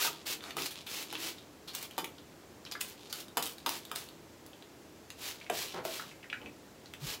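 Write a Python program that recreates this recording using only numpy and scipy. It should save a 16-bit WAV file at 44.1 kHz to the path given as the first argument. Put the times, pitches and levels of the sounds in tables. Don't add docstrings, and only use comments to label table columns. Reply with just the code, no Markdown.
import sys
import numpy as np
from scipy import signal
from scipy.fft import rfft, irfft, next_fast_len
from scipy.io import wavfile
from scipy.ndimage import map_coordinates

SR = 44100
rng = np.random.default_rng(int(sys.argv[2]) if len(sys.argv) > 2 else 0)


def generate_wav(signal):
    frames = np.transpose(np.atleast_2d(signal))
    scaled = np.clip(frames, -1, 1) * 32767
    pcm = np.round(scaled).astype(np.int16)
    wavfile.write(sys.argv[1], SR, pcm)


N = 317520
T = np.arange(N) / SR
AGE = np.arange(SR // 4) / SR

# (start [s], rise [s], hold [s], fade t60 [s], level [dB], sag over the hold [dB],
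# refill crackle [dB])
SQUEEZES = [(-.03, 0.05, .053, 0.12, -29, 1, -54.5), (0.251, 0.019, .062, 0.13, -36, -1, -61),
            (0.552, 0.043, 0.071, .12, -39, 2, -49.5), (0.85, 0.089, 0.081, 0.19, -39, 1.5, -47.5),
            (1.153, 0.065, 0.072, 0.18, -40.5, -2.5, -58.5), (1.729, 0.013, .11, .09, -45, 0.5, -60),
            (2.797, 0.0068, 0.12, 0.14, -51, -1.5, -56), (3.133, 0.0074, 0.066, .17, -46.5, -0.5, -77),
            (3.424, 0.0042, 0.088, .18, -39, 8, -62), (3.667, 0.016, 0.09, .16, -42, 0, -58.5),
            (3.949, 0.008, .082, 0.3, -41.5, 9.5, -74), (5.147, .14, .01, 0.25, -39, 1, -57),
            (5.496, 0.083, 0.05, 0.31, -37, 0, -51), (5.831, 0.031, 0.1, 0.44, -44, -3.5, -56),
            (6.98, 0.12, 0.044, .12, -39, 1.5, -70)]


def amp(db):
    return 10 ** (np.asarray(db) / 20)


def unit(x):
    return x / np.sqrt(np.mean(x ** 2) + 1e-20)


def blow(x):
    return x * np.sqrt(SR / 100 / (np.sum(x ** 2) + 1e-20))


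def along(points, hz):
    f, v = np.transpose(points)
    return np.interp(np.log(hz + 1), np.log(f), v)


def filtered(x, response):
    m = next_fast_len(len(x) + 4096)
    return irfft(rfft(x, m) * response(np.fft.rfftfreq(m, 1 / SR)), m)[:len(x)]


def resonance(f, hz, q):
    return 1j * f * hz / q / (hz * hz - f * f + 1j * f * hz / q)


def add(track, s, sound):
    start = max(round(s * SR), 0)
    track[start:start + len(sound)] += sound[:N - start]


def wobble(knots_per_s):
    return map_coordinates(rng.standard_normal(int(N * knots_per_s / SR) + 4), [T * knots_per_s])


def drops(per_s, spread_db):
    impulses = (rng.random(N) < per_s / SR) * rng.choice([-1, 1], N)
    return impulses * amp(spread_db * np.clip(rng.standard_normal(N), -2, 2))


def gate(s, length_s, edge_s):
    return np.clip((T - s) / edge_s, 0, 1) * np.clip((s + length_s + edge_s - T) / edge_s, 0, 1)


def slip(length_s):
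    u = AGE / max(length_s, 1e-4)
    return rng.standard_normal(len(AGE)) * amp(-30 * u) * (1 - np.exp(-u / 0.13))


def contact(length_s, hz, q):
    return blow(filtered(slip(length_s), lambda f: resonance(f, hz, q) ** 2))


def mist():
    # (frequency [Hz], density [dB])
    spectrum = [(200, -10), (400, 3.5), (600, -3), (800, -2.5), (1150, -1.5), (1500, -3.5), (2000, -2),
                (2800, 0.5), (4200, -1), (6400, -6.5), (7600, -7.5), (8500, -13), (12000, -12),
                (15500, -13.5)]
    usual_db, jerk_s = -39.5, 0.016
    jet = unit(rng.standard_normal(N)) + 0.54 * unit(drops(per_s=1100, spread_db=7.5))
    jet = unit(filtered(jet, lambda f: amp(along(spectrum, f)))) * amp(0.77 * wobble(110))
    spatter = filtered(drops(per_s=280, spread_db=4.5), lambda f: f / np.hypot(f, 2500))
    out = np.zeros(N)
    for s, rise_s, hold_s, t60_s, db, sag_db, _ in SQUEEZES:
        span = slice(max(round(s * SR), 0), round(s * SR) + SR // 2)
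        t = T[span] - s
        tilt_db_per_oct = 1.81 + 0.1 * (db - usual_db)
        hiss = unit(filtered(jet[span], lambda f: amp(tilt_db_per_oct * np.log2(f / 4000 + 0.012))))
        spatter_db = -7.5 - 4.5 * np.log2(rise_s / jerk_s)
        spray = unit(hiss + amp(spatter_db) * unit(spatter[span]))
        opening = np.sin(np.pi / 2 * np.clip(t / rise_s, 0, 1)) ** 2
        spent_db = sag_db * np.clip((t - rise_s) / hold_s, 0, 1)
        shutoff_db = 60 * np.maximum(t - rise_s - hold_s, 0) / t60_s
        add(out, s, spray * opening * amp(db - spent_db - shutoff_db))
    return out


def knocks():
    # (time [s], cavity [dB], cavity pitch [Hz], wall [dB], rebound [dB])
    strikes = [(.049, -41, 927, -37.5, -9), (.568, -39, 1204, -38, -13), (1.127, -45.5, 880, -41.5, -23),
               (1.98, -36.5, 885, -35.5, -1.5), (3.371, -37, 1020, -29.5, -3.5),
               (3.662, -35.5, 1187, -34.5, -4.5), (3.915, -43.5, 1240, -40, -15),
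               (5.4994, -31, 700, -38, -33), (5.851, -34.5, 653, -39, -27)]
    # (frequency [Hz], relative level [dB], t60 [s])
    modes = [(155.4, -16.5, 0.34), (684, -5, 0.079), (920, 6, 0.05), (1160, 6, 0.017), (1452, 9.5, 0.0097),
             (2457, 3, 0.02), (2730, -2.5, 0.048), (3020, 0.5, 0.062), (3600, 9, 0.013), (4940, 3, 0.026)]
    rebound_s = 0.0063
    out = np.zeros(N)
    for s, cavity_db, cavity_hz, wall_db, rebound_db in strikes:
        for delay_s, db in [(0, 0), (rebound_s, rebound_db)]:
            wall = np.zeros(len(AGE))
            for hz, mode_db, t60_s in modes:
                decay = amp(mode_db + 2 * rng.normal() - 60 * AGE / t60_s)
                wall += decay * np.sin(2 * np.pi * (hz * AGE + rng.random()))
            shell = blow(wall) + 0.4 * contact(0.039, hz=620, q=0.39)
            thud = contact(0.034, hz=403, q=1.26)
            hollow = ring(cavity_hz, t60_cycles=30, onset_cycles=0.52) + amp(-4.5) * thud
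            hard = amp(wall_db) * blow(shell) + crack(0.0047, wall_db - 2.5)
            add(out, s + delay_s, amp(db) * (amp(cavity_db) * hollow + hard))
    return out


def ring(hz, t60_cycles, onset_cycles):
    cycles = AGE * hz
    envelope = amp(-60 * cycles / t60_cycles) * (1 - np.exp(-cycles / onset_cycles))
    return blow(np.sin(2 * np.pi * cycles) * envelope)


def crack(length_s, db):
    usual_hz, usual_db, db_per_oct = 7450, -33.5, 15
    hz = usual_hz * 2 ** (max(db - usual_db, 0) / db_per_oct)
    return amp(db) * blow(filtered(slip(length_s), lambda f: resonance(f, hz, q=0.38)))


def clicks():
    # (time [s], ring [dB], ring pitch [Hz], crack [dB], contact length [s])
    snaps = [(.13, -43.5, 3950, -48, 0.0038), (.407, -47, 3300, -69, 0.0035),
             (0.439, -42.5, 3530, -53, 0.0027), (0.506, -40, 2970, -49, .009),
             (0.583, -36, 2560, -52, 0.011), (0.62, -37, 4670, -40, 0.0057), (0.657, -36, 4330, -35, 0.019),
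             (0.705, -42, 3420, -41, 0.046), (.864, -39.5, 3080, -44, 0.033),
             (1.027, -60, 4500, -44, 0.0024), (1.152, -35, 3090, -58, .007),
             (1.383, -49.5, 3470, -62, 0.007), (1.674, -39, 3740, -46, 0.055),
             (1.7494, -41, 6000, -32.5, 0.0072), (1.826, -58, 4200, -38.5, 0.01),
             (1.909, -48, 3170, -51, 0.0087), (2.0428, -38.5, 2660, -38.5, 0.011),
             (2.181, -50.5, 3800, -72, 0.013), (2.651, -45.5, 4260, -60, 0.0046),
             (2.662, -44.5, 3070, -70, 0.027), (2.713, -40.5, 5300, -53, 0.0078),
             (2.72, -36.5, 3830, -42, 0.0092), (2.807, -44, 2770, -36, 0.013),
             (2.811, -37, 2700, -29.5, 0.008), (3.095, -44.5, 4860, -50, 0.048),
             (3.127, -37, 3980, -34.5, 0.0062), (3.202, -46, 3900, -42, 0.016),
             (3.282, -51.5, 3800, -56, 0.0051), (3.4245, -37, 3650, -31.5, 0.0095),
             (3.464, -38.5, 3730, -40.5, 0.0034), (3.582, -48, 4040, -51.5, 0.0073),
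             (3.664, -34.5, 3650, -46, 0.00084), (3.692, -38, 4550, -31, 0.0039),
             (3.851, -47.5, 3620, -47, 0.007), (3.959, -38.5, 3800, -34, 0.0047),
             (4.088, -49.5, 3800, -54, 0.0033), (4.463, -63, 5000, -50, .005),
             (4.531, -52.5, 3040, -69, 0.0093), (4.624, -51.5, 3580, -62, 0.0026),
             (5.1032, -46, 4400, -47, 0.0024), (5.104, -47.5, 2800, -61, 0.0044),
             (6.858, -50, 4400, -72, 0.0056), (6.937, -42, 2700, -48.5, .004)]
    out = np.zeros(N)
    for s, ring_db, ring_hz, crack_db, length_s in snaps:
        pump_head = contact(length_s, ring_hz, q=2.05)
        tap = contact(length_s, hz=1130, q=0.62)
        add(out, s, amp(ring_db) * (pump_head + amp(-8) * tap) + crack(length_s, crack_db))
    return out


def plinks():
    # (time [s], level [dB], pitch [Hz])
    slaps = [(2.7528, -36.5, 1540), (5.413, -46, 2250), (5.465, -47, 2220), (5.498, -35, 2080),
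             (5.997, -36.5, 1450), (6.114, -49.5, 2310), (6.23, -49, 2620), (6.242, -46, 1880),
             (6.3, -39.5, 2760), (6.328, -35, 2350), (6.3295, -34.5, 1660), (6.416, -48.5, 2660),
             (6.46, -43, 2460)]
    out = np.zeros(N)
    for s, db, hz in slaps:
        tone = ring(hz, t60_cycles=14, onset_cycles=0.36)
        slap = contact(0.011, hz, q=1.9)
        add(out, s, amp(db) * blow(tone + amp(-1) * slap))
    return out


def squeak():
    # (time [s], pitch [Hz], level [dB])
    glide = [(0, 1180, -42), (0.016, 1280, -46), (0.033, 1550, -40), (0.067, 1580, -39), (0.079, 1270, -38),
             (.095, 1150, -45), (.11, 1200, -90)]
    s, hz, db = np.transpose(glide)
    pitch_hz = np.interp(T, s, hz) * (1 + 0.011 * wobble(506))
    envelope = amp(np.interp(T, s, db) + 1.7 * wobble(180)) * (T < s[-1])
    return np.sqrt(2) * envelope * np.sin(2 * np.pi * np.cumsum(pitch_hz) / SR)


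def crackle():
    delay_s, refill_s = 0.042, 0.11
    colour = lambda f: resonance(f, hz=3300, q=0.95) ** 2 + amp(-4) * resonance(f, hz=1150, q=1.5) ** 2
    pops = unit(filtered(drops(per_s=520, spread_db=7.5), colour))
    ticks = unit(filtered(drops(per_s=60, spread_db=8), lambda f: resonance(f, hz=3330, q=2.17)))
    refill = sum(amp(db) * gate(s + rise_s + hold_s + delay_s, refill_s, edge_s=0.016)
                 for s, rise_s, hold_s, *_, db in SQUEEZES)
    return refill * (pops + amp(-6.5) * ticks)


def swishes(rows):
    out, noise = np.zeros(N), rng.standard_normal(N)
    for s, length_s, db, hz, width_oct in rows:
        span = slice(round(s * SR), round((s + length_s + 0.0059) * SR))
        band = filtered(noise, lambda f: np.exp(-0.5 * (np.log2((f + 1) / hz) / width_oct) ** 2))
        add(out, s, amp(db) * unit(band[span]) * gate(s, length_s, edge_s=0.0086)[span])
    return out


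def rubs():
    # (time [s], length [s], level [dB], centre [Hz], width [oct])
    strokes = [(0.418, 0.082, -46, 880, 1.85), (0.549, 0.078, -49, 334, 0.38), (0.913, 0.42, -57, 316, 0.2),
               (5.735, 0.068, -39, 494, 1.31), (6.401, 0.083, -49.5, 235, 1.34)]
    return swishes(strokes)


def puff():
    # (time [s], length [s], level [dB], centre [Hz], width [oct])
    gusts = [(7.012, 0.039, -42, 153, 0.14), (7.055, 0.052, -51, 75, 1)]
    return swishes(gusts)


def bathroom(x):
    # (frequency [Hz], t60 [s])
    decay = [(150, 0.71), (600, 0.29), (3000, 0.21), (8000, 0.19), (15000, 0.18)]
    block, delay_s = SR // 3, 0.003
    out = np.zeros(N)
    for start in range(0, N, block):
        hz, t, noise = signal.stft(rng.standard_normal(SR // 3), SR, nperseg=256)
        tail = signal.istft(noise * amp(-60 * t / along(decay, hz)[:, None]), SR, nperseg=256)[1]
        reflections = signal.fftconvolve(x[start:start + block], tail / np.linalg.norm(tail))
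        add(out, start / SR + delay_s, reflections)
    return out


def background():
    # (frequency [Hz], density [dB])
    spectrum = [(20, -54), (45, -16.5), (80, -7.5), (110, -7), (155, -5.5), (215, -5.5), (300, -3.5),
                (400, -5), (570, -8.5), (750, -11), (1300, -16.5), (2800, -20.5), (7600, -24), (8600, -29),
                (15500, -30)]
    # (frequency [Hz], extra gain [ratio])
    modes = [(84, 1.63), (155, 0.56), (297, 0.9), (334, 0.69), (402, 0.25), (700, 0.11)]
    lift = lambda f: 1 + sum(gain * resonance(f, hz, q=42) for hz, gain in modes)
    return amp(-54.5) * unit(filtered(rng.standard_normal(N), lambda f: amp(along(spectrum, f)) * lift(f)))


def scene():
    low_cut_hz = 114
    spray = mist() + amp(-1) * squeak()
    handling = crackle() + rubs()
    bottle = amp(-1) * knocks() + amp(-4) * (clicks() + plinks())
    bottle = filtered(bottle, lambda f: 1j * f / (low_cut_hz + 1j * f))
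    direct = amp(-1) * spray + amp(-4) * handling + bottle + puff()
    reverb = bathroom(amp(-8) * spray + amp(-7) * handling + amp(-2.5) * bottle)
    mono = direct + reverb + background()
    return np.array([mono, mono])


def record(dry):
    top_hz = 15850
    return np.array([filtered(side, lambda f: 1 / (1 + (f / top_hz) ** 200)) for side in dry])


dry = scene()
out = record(dry)
generate_wav(out)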